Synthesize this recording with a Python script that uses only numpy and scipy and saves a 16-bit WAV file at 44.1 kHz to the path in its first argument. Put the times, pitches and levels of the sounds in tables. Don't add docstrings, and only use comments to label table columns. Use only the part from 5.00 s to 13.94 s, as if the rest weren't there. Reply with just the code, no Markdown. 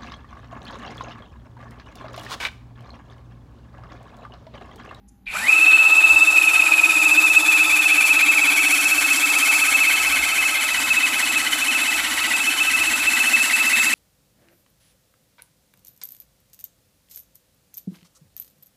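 import sys
import numpy as np
from scipy import signal
from scipy.fft import rfft, irfft
from scipy.io import wavfile
from scipy.ndimage import uniform_filter1d

SR = 44100
rng = np.random.default_rng(int(sys.argv[2]) if len(sys.argv) > 2 else 0)


def to_wav(sig):
    pcm = np.clip(np.atleast_2d(sig), -1, 1) * 32767
    pcm = np.round(pcm).astype(np.int16)
    wavfile.write(sys.argv[1], SR, pcm.T)


def convert_level_to_amplitude(level_db):
    exponent = np.asarray(level_db, float) / 20
    return 10 ** exponent


N = 394254
TIME = np.arange(N) / SR
WHINE_MULTIPLE = 8

# [t/s, share of free speed 0-1, whine gain level/dB]
RUN_UP = [
    (.258, 0.02, -79),
    (.3, 0.14, -59),
    (.345, 0.44, -22),
    (.365, 0.53, -12),
    (.39, .6, -25),
    (.43, .69, -15),
    (.468, .81, -9),
    (.485, 0.94, -2),
    (.5, .95, 6),
]
# [t/s, free turns per second f/Hz, sag of the speed in a stroke 0-1]
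SPEED = [(.5, 329.5, .045), (1.2, 329.5, .048), (1.9, 327.5, .058), (2.5, 327, .078), (3.0, 326.5, .11),
         (3.5, 326, .14), (4.0, 326, .158), (4.8, 326.5, .172), (5.4, 326, .2), (6, 325.5, .235),
         (7.4, 327.5, .25), (8.0, 327.5, .28), (8.94, 328.5, .28)]


def rms_one(x):
    return x / np.sqrt(np.mean(np.abs(x) ** 2) + 1e-20)


def in_time(rows):
    s, *columns = np.transpose(rows)
    return [np.interp(TIME, s, c) for c in columns]


def fades(events):
    coarse = TIME[::32]
    total_db = sum(gain_db * np.exp(-((coarse - s) / half_s) ** 4) for s, half_s, gain_db in events)
    return np.interp(TIME, coarse, total_db)


def slow(hz):
    r = np.exp(-2 * np.pi * hz / SR)
    settle = 9000
    wander = signal.lfilter([1], [1, -2 * r, r * r], rng.standard_normal(N + settle))
    return rms_one(wander[settle:])


def coloured(points):
    hz = np.maximum(np.fft.rfftfreq(N, 1 / SR), 1)
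    point_hz, point_db = np.transpose(points)
    level_db = np.interp(np.log(hz), np.log(point_hz), point_db, left=-90, right=-90)
    return rms_one(irfft(rfft(rng.standard_normal(N)) * convert_level_to_amplitude(level_db), N))


def resonance(x, hz, width_hz):
    r = np.exp(-np.pi * width_hz / SR)
    top = np.array([1, 0, -1]) * (1 - r * r) / 2
    return signal.lfilter(top, [1, -2 * r * np.cos(2 * np.pi * hz / SR), r * r], x)


def twice(x, hz, width_hz):
    return rms_one(resonance(resonance(x, hz, width_hz), hz, width_hz))


def tone(turns, waver_hz, rough):
    rough = np.clip(rough, 0, 1)
    scatter = (slow(waver_hz) + 1j * slow(waver_hz)) / np.sqrt(2)
    wobble = np.sqrt(1 - rough) + np.sqrt(rough) * scatter
    return np.real(wobble * np.exp(2j * np.pi * turns))


def background():
    # [f/Hz, level/dB per Hz]
    rumble_colour = [(20, -30), (32, -15), (45, -2), (55, 5), (70, -3), (105, -4.5), (130, -10),
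                     (190, -13.5), (260, -3)]
    # [f/Hz, level/dB per Hz]
    air_colour = [(220, 6), (500, -16), (1200, -20), (4000, -30), (8500, -42), (11000, -30), (15000, -27)]
    # [f/Hz, waver f/Hz, level/dB]
    room_tones = [
        (197, 6.7, -52),
        (810, 42, -66),
    ]
    # [t/s, half length t/s, rumble gain level/dB]
    handling = [
        (0.01, 0.058, 2),
        (.42, 0.088, 11),
        (1.1, 0.083, 10),
        (2.66, 0.085, 5),
        (5.2, .15, 6),
        (5.85, 0.088, 7),
        (6.35, 0.081, 5),
        (7.7, 0.27, 3.5),
        (4.4, 0.26, -10),
    ]
    rumble_db = -53.5 + 4.5 * np.tanh(slow(2.4)) + fades(handling)
    out = convert_level_to_amplitude(rumble_db) * coloured(rumble_colour) + convert_level_to_amplitude(-60.5) * coloured(air_colour)
    duck_db = -5 * in_time(RUN_UP)[0]
    for hz, waver_hz, level_db in room_tones:
        out += convert_level_to_amplitude(level_db + duck_db) * tone(hz * TIME, waver_hz, rough=0.69)
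    return out


def workshop(x):
    t60_s = 0.5
    age = TIME[:SR // 2]
    echoes = rng.standard_normal(len(age)) * convert_level_to_amplitude(-60 * age / t60_s) * (age > .004)
    return signal.fftconvolve(x, echoes / np.sqrt(np.sum(echoes ** 2)))[:N]


def start_up():
    bites_s, attack_s = 0.2646, 0.0075
    lets_go_s, release_db_per_s = 0.41, 600
    tick_s, tick_length_s, tick_db = .09, .008, -54
    white = rng.standard_normal(N)
    held = np.clip((TIME - bites_s) / attack_s, 0, 1)
    held = held * convert_level_to_amplitude(-27.5 - np.clip(release_db_per_s * (TIME - lets_go_s), 0, 100))
    clutch = held * twice(white, 2420, 380)
    bright = twice(white, 6600, 1800) + 0.7 * twice(white, 10200, 1200)
    tick = convert_level_to_amplitude(tick_db) * np.exp(-((TIME - tick_s) / tick_length_s) ** 2) * bright
    return clutch + tick


def housing(x):
    # [f/Hz, width f/Hz, boost level/dB]
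    shell_modes = [(1504, 140, 6), (2225, 700, 2), (2257, 16, 5.5), (2303, 116, -11), (2675, 110, -3.5),
                   (3020, 92, 7.5), (3686, 110, 4.5), (4217, 247, 5.5), (6260, 210, 2), (7630, 196, 8),
                   (8110, 180, 4), (9230, 470, -3.5), (9960, 610, 6.5), (11700, 550, 5)]
    for hz, width_hz, boost_db in shell_modes:
        x = x + (convert_level_to_amplitude(boost_db) - 1) * resonance(x, hz, width_hz)
    return x


def piston_load():
    # [t/s, strokes done]
    pump = [(.507, 0), (1.287, 13), (1.459, 16), (1.938, 24), (2.371, 31), (2.676, 36), (3.67, 52),
            (4.18, 60), (4.687, 68), (6.235, 92), (7.282, 108), (8.611, 128), (9.007, 134)]
    strokes = np.interp(TIME - .002, *np.transpose(pump))
    return np.sin(np.pi * strokes) ** 2


def many_modes(x, ripple_db, spacing_hz):
    hz = np.arange(N // 2 + 1) * SR / N
    ripple = np.interp(hz / spacing_hz, np.arange(600), rng.standard_normal(600))
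    crowded = np.clip(hz / 4500, .25, 1)
    return rms_one(irfft(rfft(x) * convert_level_to_amplitude(ripple_db * ripple * crowded), N))


def gears(load):
    # [f/Hz, level/dB per Hz]
    gear_colour = [(300, -18), (520, -9), (700, 0.5), (1150, 7), (1900, -4), (2400, 5.5), (2800, -8.5),
                   (4150, 1.5), (4900, -1.5), (7700, -2), (8900, -10), (10300, -7), (13000, -13.5),
                   (15750, -5.5)]
    # [t/s, level/dB]
    nearness = [(.5, -2), (.7, -3.5), (1.4, -1.5), (2.6, 1.5), (3.4, 1.5), (3.8, 3.5), (4.6, 4), (5.0, 2.5),
                (5.4, 0), (7.8, 0.5), (8.2, 2.5), (8.94, 3)]
    # [level/dB, share of nearness, level/dB per unit of sag, power of run-up speed]
    gear_ranges = [(-33.5, 0.13, -12.5, 1.02), (-31, 0.18, 5.5, 0.67), (-26.5, 0.97, -4.7, 1.2)]
    # (low Hz, high Hz, gain dB, swell dB)
    bands = [(253.0, 1027, 4.0, 1.1), (1530, 3760, 3.5, 10.0), (5060, 20200, 0.0, 4.3)]
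    near_db = in_time(nearness)[0]
    sag = in_time(SPEED)[1]
    speed_db = 20 * np.log10(np.clip(in_time(RUN_UP)[0], .01, 1))

    short = np.clip(2.6 - 9.5 * sag, 1, 3)
    engaged = np.tanh(2.0 * load ** short) - 1.02 * sag * load ** 4
    push = (engaged - .5) * np.clip((sag - .03) / 0.043, 0, 1)

    facing = 1.31 * slow(0.65)
    noise = np.cos(facing) * many_modes(coloured(gear_colour), 5, 110)
    noise += np.sin(facing) * many_modes(coloured(gear_colour), 5, 110.6)
    noise *= convert_level_to_amplitude(2.13 * slow(1300))

    out = 0
    for (db, share, per_sag_db, power), (low_hz, high_hz, gain_db, swell_db) in zip(gear_ranges, bands):
        level_db = db + share * near_db + per_sag_db * sag + power * speed_db
        band_pass = signal.butter(2, [low_hz, high_hz], "band", fs=SR, output="sos")
        band = rms_one(signal.sosfilt(band_pass, noise))
        out = out + convert_level_to_amplitude(level_db + gain_db + swell_db * push + 1.32 * slow(31)) * band
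    return out * (TIME > RUN_UP[0][0])


def whine(turns, load, speed, sag, slack, braking):
    # [t/s, free level/dB, braked level/dB]
    whine_levels = [(.53, -13, -11.5), (.66, -5.5, -16.5), (.85, -8.5, -19), (1.05, -6.5, -23),
                    (1.22, -4.5, -52), (1.36, -14, -11.5), (1.85, -25, -11.5), (2.1, -8, -18),
                    (2.4, -7, -24), (2.63, -12.5, -17.5), (3.2, -10.5, -19), (3.65, -15.5, -18),
                    (3.95, -14, -26.5), (4.75, -14, -20), (5.5, -18, -25.5), (6.9, -18.5, -27.5),
                    (7.7, -15.5, -29), (8.94, -14, -23.5)]
    # [t/s, half length t/s, gain level/dB]
    echo_fades = [(1.4, 0.031, -7), (1.77, 0.1, -23), (2.308, .03, -5.5), (2.433, .03, -11),
                  (2.676, .03, -9), (3.36, 0.031, -6), (4.181, 0.023, -4), (5.229, .06, -4),
                  (5.649, 0.11, -5), (5.976, 0.1, 4), (6.105, 0.029, -7), (6.2, .06, -1),
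                  (6.495, 0.076, -16), (7.09, 0.12, -14), (7.282, 0.029, -9), (7.546, .03, -9),
                  (8.011, .03, -6), (8.077, .03, 4), (8.209, .09, -0.5), (8.343, 0.027, 3.5),
                  (8.48, .03, -9)]
    free_db, braked_db = in_time(whine_levels)
    braked_db = braked_db + 5 * np.clip(1 - sag / 0.16, -.5, 1) * (.5 - braking ** 2)
    edge_loss_db = 6 * np.minimum(load / slack, 2) ** 2 * np.clip(sag / .15, 0, 1)
    free_db = free_db + fades(echo_fades) - edge_loss_db

    off_peak = np.clip(sag * braking / 0.048 + 13.0 * (1 - speed), 0, 1)
    strain = np.clip(4.2 * sag - .1 + 1.5 * (1 - speed), 0, .7)
    phase = WHINE_MULTIPLE * turns
    clean = convert_level_to_amplitude(free_db) * np.cos(np.pi / 2 * off_peak) * tone(phase, 38, rough=0.037)
    beating = np.sqrt(1 - strain) * tone(phase, 55, rough=0.49)
    broken = np.sqrt(strain) * tone(phase, 120, rough=1)
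    return clean + convert_level_to_amplitude(braked_db) * np.sin(np.pi / 2 * off_peak) * (beating + broken)


def shaft_hum(turns, braking):
    # [t/s, level/dB]
    hum_levels = [(.3, -42), (.5, -36), (1.55, -37), (1.9, -31.5), (2.3, -30.5), (2.8, -38), (3.3, -32),
                  (4.1, -33), (5.4, -39.5), (6, -35.5), (8.4, -34), (8.94, -33.5)]
    hum_db = in_time(hum_levels)[0]
    hum = convert_level_to_amplitude(hum_db - 3.0 + 4.9 * braking) * tone(turns, 24.7, rough=.4)
    return hum + (convert_level_to_amplitude(2.5) - 1) * resonance(hum, 285.4, 15)


def weaker_multiples(turns, load, speed, sag, start_db):
    # [multiple of the shaft rate, level/dB, waver f/Hz, roughness 0-1, gain when braked level/dB]
    shaft_orders = [(3.998, -28, 37, 0.38, -6.5), (5.72, -41, 100, 1, -7), (11.56, -46, 80, 1, 19),
                    (16.38, -50.5, 300, 0.99, 13), (22.98, -41.5, 700, 1, 7.5), (31.7, -66, 250, 1, 1),
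                    (34.5, -48.5, 160, 0.94, 13.5), (43.4, -53, 440, 0.8, 16)]
    pressed = np.maximum(load * np.clip(sag / .08, 0, 1), np.minimum(5 * (1 - speed), 1))
    out = np.zeros(N)
    for multiple, level_db, waver_hz, rough, braked_gain_db in shaft_orders:
        gain_db = level_db + 0.49 * start_db + braked_gain_db * pressed
        if multiple < WHINE_MULTIPLE:
            gain_db = gain_db - 24.5 * sag
        out += convert_level_to_amplitude(gain_db) * tone(multiple * turns, waver_hz, rough)
    return out


def motor(load):
    free_hz, sag = in_time(SPEED)
    speed, start_db = in_time(RUN_UP)
    speed = np.where(TIME > RUN_UP[-1][0], 1, np.minimum(speed, 1))

    slack = np.clip(.08 + 1.15 * sag, 0, .6)
    braking = np.clip((load - slack) / (1 - slack), 0, 1)
    braking = uniform_filter1d(braking ** (1.45 - 3.4 * sag), size=220)

    sagging = 1 - sag * braking * (1 + .06 * slow(14))
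    shaft_hz = free_hz * speed * sagging * (1 + .002 * slow(12))
    turns = np.cumsum(shaft_hz) / SR

    out = convert_level_to_amplitude(start_db) * whine(turns, load, speed, sag, slack, braking)
    out += shaft_hum(turns, braking)
    out += weaker_multiples(turns, load, speed, sag, start_db)
    return out * (TIME > RUN_UP[0][0])


def scene():
    load = piston_load()
    tool = housing(motor(load) + gears(load)) + start_up()
    return (tool + convert_level_to_amplitude(-8) * workshop(tool) + background())[None]


def top_cut(x):
    return signal.sosfilt(signal.butter(12, 15640, fs=SR, output="sos"), x)


def record(dry):
    rounded = 0.84 * np.tanh(dry / 1.207)
    low_pass = signal.cheby2(12, 60, 15760, fs=SR, output="sos")
    mix = signal.sosfilt(low_pass, rounded)
    return top_cut(mix)


dry = scene()
out = record(dry)
to_wav(out)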